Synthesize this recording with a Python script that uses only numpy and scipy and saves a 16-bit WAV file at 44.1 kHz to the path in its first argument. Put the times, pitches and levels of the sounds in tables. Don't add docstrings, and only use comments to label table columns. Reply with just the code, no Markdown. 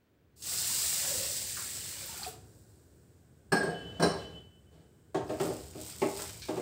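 import sys
import numpy as np
from scipy import signal
from scipy.fft import rfft, irfft, next_fast_len
from scipy.io import wavfile
from scipy.ndimage import uniform_filter1d, map_coordinates

SR = 44100
rng = np.random.default_rng(int(sys.argv[2]) if len(sys.argv) > 2 else 0)


def file_out(sig):
    cols = np.atleast_2d(sig).T
    lim = np.clip(cols, -1, 1)
    pcm = np.round(lim * 32767).astype(np.int16)
    wavfile.write(sys.argv[1], SR, pcm)


N = 291501


# [f/Hz, level/dB]
RUMBLE = [(15, -53), (25, -43.5), (38, -30), (45, -36), (53, -2), (80, 2.5), (139, -2), (195, -8),
          (295, -12.5), (327, -9.5), (388, -9.5), (501, -16), (1290, -34.5), (1500, -25), (1950, -36.5),
          (3300, -120)]
AIR = [(300, 1.5), (500, -5.5), (850, -15), (1500, -14), (2500, -18.5), (6000, -28), (8000, -29.5),
       (11000, -35), (15700, -24.5)]
ROOM_DB, ROOM_RISE_S = -60.5, 0.7
DRUM_DB, DRUM_RISE_S, DRUM_FADE_DB_PER_S = -54, 0.12, 23
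DRAG_S, DRAG_LENGTH_S, DRAG_RISE_S, DRAG_DB, DRAG_FADE_DB_PER_S = 3.42, 0.84, 0.6, -48, 52
KNEAD_RUMBLE_DB, KNEAD_RUMBLE_RISE_S, KNEAD_RUMBLE_FADE_DB_PER_S = -49, 0.092, 4.5

# [t/s, fizz level/dB, splash level/dB]
POUR = [(0.362, -64, -86), (0.43, -47.5, -63.5), (0.468, -37, -48.5), (0.77, -31.5, -44.5),
        (1.06, -34, -40.5), (1.41, -39, -48.5), (1.7, -41, -48.5), (2.28, -47, -51.5),
        (2.39, -76.5, -102.5)]
# [f/Hz, level per Hz/dB]
FIZZ = [(1470, -26), (2500, -19.5), (2760, -12.5), (3120, -17), (3850, -9), (4990, -5.5), (6590, -7.5),
        (7170, -2.5), (7860, 0), (8290, -1), (10400, -12), (12500, -13), (14900, -7.5), (15700, -9)]
# [f/Hz, level per Hz/dB]
SPLASH = [(150, -19.5), (300, -30), (550, -4), (900, -1.5), (1600, 1), (2500, 0.5), (3500, 5.5),
          (5000, 4.5), (8000, -17)]
# [t/s, share 0..1]
HOLLOWNESS = [(0.7, 0.4), (1.25, 1), (1.9, 0.94), (2.2, 0.081)]
# [f/Hz, level/dB]
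HOLLOW_TONE = [(450, 5.0), (800, -9.5), (1200, -11.0), (1900, -1)]
# [f/Hz, t60/s]
KITCHEN = [(150, 0.3), (500, 0.49), (2000, 0.44), (8000, 0.36), (15000, 0.19)]

# [t/s, level/dB, centre f/Hz, width/octaves, t60/s]
SPLATS = [(.422, -45, 5840, 0.66, 0.39), (1.568, -47, 1410, 0.5, 0.39), (2.059, -41, 14800, 0.26, 0.044),
          (2.177, -38.5, 9050, 0.73, 0.026), (2.232, -33, 4560, 0.12, 0.051),
          (2.277, -46, 12650, 0.6, 0.17), (6.018, -42.5, 2220, 0.23, 0.27),
          (6.293, -45.5, 2800, 0.9, 0.075)]
# [f/Hz, width/octaves, level/dB]
TICK = [(1590, 0.16, -59), (2350, 0.06, -53), (4200, 0.42, -47)]
TICK_S, TICK_T60_S = 6.42, 0.3

# [t/s, level/dB, starting f/Hz]
BUBBLES = [(.585, -23.5, 4780), (1.112, -33, 570), (1.145, -35.5, 502), (1.195, -39, 516),
           (1.574, -43, 1630), (2.092, -45, 900), (2.217, -43.5, 816), (2.247, -37.5, 2470),
           (2.263, -33.5, 720), (2.274, -40, 425)]
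BUBBLE_CYCLES, BUBBLE_RISE = 48, 0.11

GULP_S, GULP_LENGTH_S, GULP_RISE_S, GULP_FADE_DB_PER_S = 1.02, 0.2, 0.14, 106
GULP_HZ, GULP_OCTAVES, GULP_DB, GULP_RUMBLE_DB = 545, 0.13, -47, -49

FOAM_DB, FOAM_LASTS_S, FOAM_FADE_DB_PER_S = -66, 0.32, 21
SOAK_DB, SOAK_FADE_DB_PER_S = -77, -0.2
# [f/Hz, level per Hz/dB]
RICE = [(1470, -72), (2500, -24), (2810, -13), (3080, -7.5), (4450, -7.5), (5350, -5.5), (6150, -7.5),
        (8110, 2), (10400, -11.5), (12400, -12), (14900, -5.5), (15700, -15)]

# [t/s, thud level/dB, grip 0 free..1 pressed by the hand,
# crack level/dB, wall ring level/dB, contact place 0 foot..1 side]
CLANKS = [(3.519, -26, 0.12, -30.5, 0.5, 0.3), (3.628, -34, 0.67, -52, -16.5, 0.016),
          (3.674, -36, 0.084, -60, -31, 0.02), (3.996, -30, 0.22, -36, -11.5, 0.64),
          (4.022, -25, 0.34, -27, 1, 0.89)]
# [t/s, thud level/dB, crack level/dB]
THUMPS = [(5.145, -28, -38), (5.294, -33, -43), (5.399, -29, -37), (5.44, -34, -54), (5.497, -40, -53),
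          (5.75, -43.5, -64), (6.018, -26.5, -39.5), (6.19, -47, -42), (6.485, -33, -41),
          (6.567, -34.5, -46)]
HELD_GRIP, HELD_PLACE, HELD_RING_DB = 0.82, 0.14, -4
# [f/Hz, width/Hz, free level/dB, pressed level/dB]
BASE = [(120, 10, -20, -5), (166, 20, 5, -10), (212, 12, -5, -20), (242, 16, -8, -8), (308, 24, -6, -2),
        (397, 28, -4, -1), (455, 26, 0, -12), (500, 30, -5, -8), (580, 30, -10, -9), (624, 26, -7, -4),
        (706, 20, -2, -14), (735, 24, -12, -9), (775, 30, -10, -14), (825, 20, -9, -12),
        (912, 40, -14, -13.5), (1085, 70, -15, -16), (1300, 200, -18, -25)]
# [f/Hz, level/dB]
BASE_TONE = [(30, -34), (70, -36), (130, 4.0), (400, 6.5), (900, 3), (1500, -2.0), (3000, 13),
             (9000, 12.5), (11500, 2.5)]
# [f/Hz, level struck at foot/dB, level struck at side/dB, t60 struck at foot/s]
WALL = [(1618, -31.5, -44, 0.78), (1965, -50, -58, 0.3), (2530, -45, -52, 0.4), (3015, -56, -42, 0.51),
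        (4031, -57, -37, 0.46), (4231, -60, -47, 0.35), (4339, -41, -55, 0.53), (5308, -41, -54, 0.43),
        (4490, -58, -41, 0.48), (4736, -46, -66, 0.43), (4977, -48, -46, 0.42), (5375, -58, -41, 0.41),
        (5745, -58, -40, 0.4), (6389, -73, -54, 0.38), (7063, -62, -53, 0.36), (7222, -69, -53, 0.36),
        (7514, -74, -53, 0.36), (7901, -52, -65, 0.35), (8040, -40, -62, 0.35), (8298, -46, -57, 0.34),
        (8402, -53, -49, 0.34), (8515, -31, -52, 0.36), (8570, -60, -43, 0.34), (8668, -57, -49, 0.34),
        (8858, -68, -53, 0.33), (9235, -72, -42, 0.33), (9390, -55, -61, 0.33), (9641, -54, -58, 0.32),
        (9742, -75, -54, 0.32), (9822, -72, -54, 0.32), (13353, -58, -70, 0.28), (13527, -59, -69, 0.28)]
# [f/Hz, level/dB]
WALL_TONE = [(1600, 7), (3000, -6.0), (4300, 3.5), (8500, -0.5), (13500, 6.5)]
BLUR_TURNS = 0.0078
# [f/Hz, level per Hz/dB]
CRACK = [(500, -5.5), (1100, 4.5), (1700, -0.5), (2700, -7), (4300, -11), (5400, -15.5), (7000, -13.5),
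         (8500, -14.5), (11000, -22.5), (15500, -18)]
# [f/Hz, level/dB]
HAND_MUFFLES = [(4000, 0), (8500, 2), (11500, -12)]

# [t/s, length/s, level/dB]
SQUEALS = [(3.63, 0.097, -56), (3.73, 0.31, -51), (4.07, 0.05, -52), (4.186, 0.071, -49.5),
           (4.322, 0.068, -52)]
# [f/Hz, level/dB]
SQUEAL = [(2686, -11.5), (3017, 4), (3354, -14)]
SQUEAL_RISE_S, SQUEAL_FADE_DB_PER_S = 0.017, 280
AFTERRING_DB, AFTERRING_DB_PER_S = -13, 41.5
CATCH_RATE, CATCH_FIRMNESS = 26, 2.3
# [t/s, length/s, rubbing level/dB]
TUGS = [(3.633, 0.096, -45), (3.762, 0.25, -50), (4.12, 0.1, -44), (4.275, 0.09, -53), (4.703, 0.11, -61)]
TUG_RISE_S, TUG_FADE_DB_PER_S = 0.031, 126
# [f/Hz, level per Hz/dB]
SCRAPE = [(900, -22.5), (1600, 3.5), (2600, -2), (4400, 0.5), (6000, -8.5), (7800, -4), (11000, -19),
          (14700, -15), (15700, -21.5)]

# [t/s, length/s, grain hiss level/dB, slosh level/dB]
STROKES = [(5.257, 0.15, -60.5, -62), (5.397, 0.0081, -46.5, -54), (5.454, 0.1, -65, -63),
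           (5.764, 0.18, -50, -58.5), (5.99, 0.11, -50, -57), (6.136, 0.075, -44.5, -54),
           (6.246, 0.032, -58.5, -61), (6.427, 0.17, -59, -61)]
STROKE_RISE_SHARE, STROKE_FADE_DB_PER_S = 0.21, 71
KNEAD_S, KNEAD_RISE_S, KNEAD_HISS_DB, KNEAD_SLOSH_DB = 5.15, 0.34, -59, -66
# [f/Hz, level per Hz/dB]
SLOSH = [(300, -19), (800, -7), (1600, -11), (2500, -2), (3500, -9), (5000, 6.5), (8000, -16)]

# [f/Hz, level/dB]
MICROPHONE = [(25, -9), (50, -13.5), (64, -0.5)]
TOP_HZ = 15750


def amp(db):
    return 10 ** (np.asarray(db) / 20)


def unit(x):
    return x / np.sqrt(np.mean(x ** 2) + 1e-20)


def along(points, hz):
    f, v = np.transpose(points)
    return np.interp(np.log(hz + 1), np.log(f + 1), v)


def curves(rows):
    s, *columns = np.transpose(rows)
    return [np.interp(np.arange(N) / SR, s, column) for column in columns]


def during(rows):
    t = np.arange(N) / SR
    inside = (t >= rows[0][0]) & (t <= rows[-1][0])
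    return uniform_filter1d(1.0 * inside, size=441)


def swell(s, length_s, rise_s, fade_db_per_s):
    t = np.arange(N) / SR - s
    return np.clip(t / rise_s, 0, 1) * amp(-fade_db_per_s * np.maximum(t - length_s, 0))


def together(gains):
    return np.sqrt(sum(g ** 2 for g in gains))


def wobble(rate):
    points = rng.standard_normal(int(N * rate / SR) + 4)
    return map_coordinates(points, [np.arange(N) * rate / SR])


def filtered(x, response):
    m = next_fast_len(len(x) + 8192)
    return irfft(rfft(x, m) * response(np.fft.rfftfreq(m, 1 / SR)), m)[:len(x)]


def coloured(x, spectrum):
    return unit(filtered(x, lambda hz: amp(along(spectrum, hz))))


def band(length, centre_hz, octaves):
    def bell(hz):
        return np.exp(-.5 * (np.log2((hz + 1) / centre_hz) / octaves) ** 2)
    return unit(filtered(rng.standard_normal(length), bell))


def add(track, s, sound):
    part = track[round(s * SR):][:len(sound)]
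    part += sound[:len(part)]


def background():
    start, end = POUR[0][0], POUR[-1][0]
    shaking = together([
        amp(ROOM_DB) * swell(0, 0, ROOM_RISE_S, 0),
        amp(DRUM_DB) * swell(start, end - start, DRUM_RISE_S, DRUM_FADE_DB_PER_S),
        amp(DRAG_DB) * swell(DRAG_S, DRAG_LENGTH_S, DRAG_RISE_S, DRAG_FADE_DB_PER_S),
        amp(KNEAD_RUMBLE_DB) * swell(KNEAD_S, 0, KNEAD_RUMBLE_RISE_S, KNEAD_RUMBLE_FADE_DB_PER_S)])
    rumble = shaking * coloured(rng.standard_normal(N), RUMBLE)
    hiss = amp(-69.0) * coloured(rng.standard_normal(N), AIR)
    return rumble + hiss


def crackle(spectrum, spread_db, count):
    at = rng.integers(0, N, count)
    sizes = amp(spread_db * np.minimum(rng.exponential(size=count), 5)) * rng.choice([-1, 1], count)
    return coloured(np.bincount(at, sizes, N), spectrum)


def bubbling(pitch_hz, cycles, spread_db, count):
    at = rng.integers(0, N, (count, 1))
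    hz = np.clip(pitch_hz * np.exp(0.681 * rng.standard_normal((count, 1))), 400, 7000)
    sizes = amp(spread_db * np.minimum(rng.exponential(size=(count, 1)), 4))
    k = np.arange(400)
    turns = hz * k / SR
    rising = turns * (1 + 0.039 * np.minimum(turns / cycles, 2))
    rings = sizes * np.sin(2 * np.pi * rising) * amp(-60 * turns / cycles)
    return unit(np.bincount((at + k).ravel(), rings.ravel(), N)[:N])


def pour():
    fizz_db, splash_db = curves(POUR)
    fizz = amp(fizz_db + 0.79 * wobble(35.2)) * crackle(FIZZ, spread_db=-1.5, count=40000)
    froth = bubbling(pitch_hz=2200, cycles=30, spread_db=2.5, count=6000)
    cloud = coloured(froth + 0.87 * rng.standard_normal(N), SPLASH)
    hollowness, = curves(HOLLOWNESS)
    hollow = filtered(cloud, lambda hz: amp(along(HOLLOW_TONE, hz)))
    blend = cloud + hollowness * (hollow - cloud)
    splash = amp(splash_db - 1.9 + 0.88 * wobble(25.7)) * blend
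    return (fizz + splash) * during(POUR)


def kitchen(x):
    hz, t, z = signal.stft(rng.standard_normal(SR * 3 // 4), SR, nperseg=256)
    fade = amp(-60 * t / along(KITCHEN, hz)[:, None])
    tail = signal.istft(z * fade, SR, nperseg=256)[1]
    tail *= 1 - np.exp(-np.arange(len(tail)) / SR / 0.0038)
    return signal.fftconvolve(x, tail / np.linalg.norm(tail))[:len(x)]


def shifting_kitchen(x):
    out, hop = np.zeros(N), SR // 8
    window = np.hanning(2 * hop)
    for i in range(0, N, hop):
        part = x[i:i + 2 * hop]
        add(out, i / SR, kitchen(np.pad(part * window[:len(part)], (0, SR // 2))))
    return out


def splats():
    out, t = np.zeros(N), np.arange(SR // 2) / SR
    tick = [(TICK_S, db, hz, octaves, TICK_T60_S) for hz, octaves, db in TICK]
    for s, db, centre_hz, octaves, t60 in SPLATS + tick:
        puff = amp(db + 2 - 60 * t / t60) * band(len(t), centre_hz, octaves)
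        add(out, s, puff + amp(-10.0) * kitchen(puff))
    return out


def bubbles():
    out, t = np.zeros(N), np.arange(SR // 2) / SR
    for s, db, hz in BUBBLES:
        t60 = BUBBLE_CYCLES / hz
        pitch = hz * (1 + BUBBLE_RISE * np.minimum(t / t60, 1))
        tone = np.sin(2 * np.pi * np.cumsum(pitch) / SR)
        ring = amp(db - 60 * t / t60) * tone * (1 - np.exp(-t * hz / 2))
        add(out, s, amp(4.0) * ring + amp(-5.5) * kitchen(ring))
    return out


def gulp():
    hollow = amp(GULP_DB) * band(N, GULP_HZ, GULP_OCTAVES)
    rumble = amp(GULP_RUMBLE_DB) * coloured(rng.standard_normal(N), RUMBLE)
    return swell(GULP_S, GULP_LENGTH_S, GULP_RISE_S, GULP_FADE_DB_PER_S) * (hollow + rumble)


def foam():
    s = POUR[-2][0]
    froth_gain = amp(FOAM_DB) * swell(s, FOAM_LASTS_S, 0.05, FOAM_FADE_DB_PER_S)
    soak_gain = amp(SOAK_DB) * swell(s, 0, 0.24, SOAK_FADE_DB_PER_S)
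    froth = froth_gain * crackle(FIZZ, spread_db=3, count=60000)
    soak = soak_gain * crackle(RICE, spread_db=1.5, count=60000)
    return froth + soak


def base(hz, grip):
    modes = 0
    for k, (centre, width, free_db, held_db) in enumerate(BASE):
        level = (-1) ** k * amp(free_db + grip * (held_db - free_db))
        modes = modes + level * 1j * hz * width / (centre * centre - hz * hz + 1j * hz * width)
    return modes * amp(along(BASE_TONE, hz))


def thud(grip):
    t = np.arange(SR) / SR
    chatter = rng.standard_normal(SR) * amp(-60 * t / 0.13)
    knock = filtered(chatter, lambda hz: base(hz, grip))
    knock = knock + amp(-3.0) * kitchen(knock)
    knock /= np.std(knock[:SR // 20])
    for hz, _, free_db, held_db in BASE:
        level, phase = rng.standard_normal(2)
        db = free_db + grip * (held_db - free_db)
        fade = amp(db - 7.5 + level - 60 * t / .5)
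        knock += fade * np.sin(2 * np.pi * (hz * t + phase)) * (1 - np.exp(-t / 0.0013))
    return knock


def clang(place):
    t, ring = np.arange(SR) / SR, np.zeros(SR)
    for hz, foot_db, side_db, t60 in WALL:
        phase, split = rng.standard_normal(2)
        turns = hz * t + phase + np.cumsum(rng.standard_normal(SR)) * BLUR_TURNS
        partner = turns + (14 + 4 * split) * t
        pair = np.sin(2 * np.pi * turns) + .6 * np.sin(2 * np.pi * partner)
        db = foot_db + place * (side_db - foot_db) + along(WALL_TONE, hz)
        damping = 60 / t60 + place * 70 * (1600 / hz) ** 2
        ring += amp(db - t * damping) * pair
    return ring * (1 + .6 * np.exp(-t / .035)) * (1 - np.exp(-t / .005))


def knocks():
    out, t = np.zeros(N), np.arange(SR) / SR
    held = [(s, thud_db, HELD_GRIP, crack_db, crack_db + HELD_RING_DB, HELD_PLACE)
            for s, thud_db, crack_db in THUMPS]
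    for s, thud_db, grip, crack_db, ring_db, place in CLANKS + held:
        rise = 1 - np.exp(-t / (0.00043 + 0.0064 * place))
        fade = amp(-60 * t / 0.11)
        crack = amp(crack_db) * rise * fade * coloured(rng.standard_normal(SR), CRACK)
        crack = filtered(crack, lambda hz: amp(grip * along(HAND_MUFFLES, hz)))
        ring = amp(ring_db - 1) * clang(place)
        echo = kitchen(crack + .5 * ring)
        add(out, s, amp(thud_db - 0.5) * thud(grip) + crack + ring + echo)
    return out


def slide():
    rubbing = together(amp(db) * swell(s, length, TUG_RISE_S, TUG_FADE_DB_PER_S) for s, length, db in TUGS)
    parts = [(0, SQUEAL_FADE_DB_PER_S), (AFTERRING_DB, AFTERRING_DB_PER_S)]
    singing = together(amp(db + part_db) * swell(s, length, SQUEAL_RISE_S, fade)
                       for s, length, db in SQUEALS for part_db, fade in parts)
    clock = (np.arange(N) + np.cumsum(.002 * wobble(45))) / SR
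    tones = np.zeros(N)
    for hz, db in SQUEAL:
        catching = np.tanh(CATCH_FIRMNESS * np.abs(wobble(CATCH_RATE)))
        tones += amp(db) * catching * np.sin(2 * np.pi * hz * clock)
    squeal = unit(tones)
    grit = amp(-12.5) * coloured(rng.standard_normal(N), SCRAPE)
    rub = unit(filtered(rng.standard_normal(N), lambda hz: base(hz, grip=0.17))) + grit
    return singing * squeal + rubbing * rub


def stir():
    kneading = swell(KNEAD_S, 0, KNEAD_RISE_S, 0)
    moves = [(kneading, KNEAD_HISS_DB, KNEAD_SLOSH_DB)]
    for s, length, hiss_db, slosh_db in STROKES:
        stroke = swell(s, length, STROKE_RISE_SHARE * length, STROKE_FADE_DB_PER_S)
        moves.append((stroke, hiss_db, slosh_db))
    grains = crackle(RICE, spread_db=4, count=14000)
    clumps_db = 1.2 * wobble(70)
    hiss = together(move * amp(db) for move, db, _ in moves) * amp(clumps_db) * grains
    cloud = bubbling(pitch_hz=2500, cycles=14, spread_db=3.5, count=5000) + .7 * rng.standard_normal(N)
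    squelch_db = 1.6 * wobble(30)
    slosh = together(move * amp(db) for move, _, db in moves) * amp(squelch_db) * coloured(cloud, SLOSH)
    return hiss + slosh


def scene():
    water = pour() + stir()
    mid = background() + amp(0.83) * water + amp(-2) * shifting_kitchen(water)
    mid += splats() + bubbles() + gulp() + foam()
    mid += knocks() + slide()
    return np.array([mid, mid])


def record(dry):
    def response(hz):
        return amp(along(MICROPHONE, hz)) * (hz < TOP_HZ)
    return np.array([filtered(channel, response) for channel in dry])


dry = scene()
out = record(dry)
file_out(out)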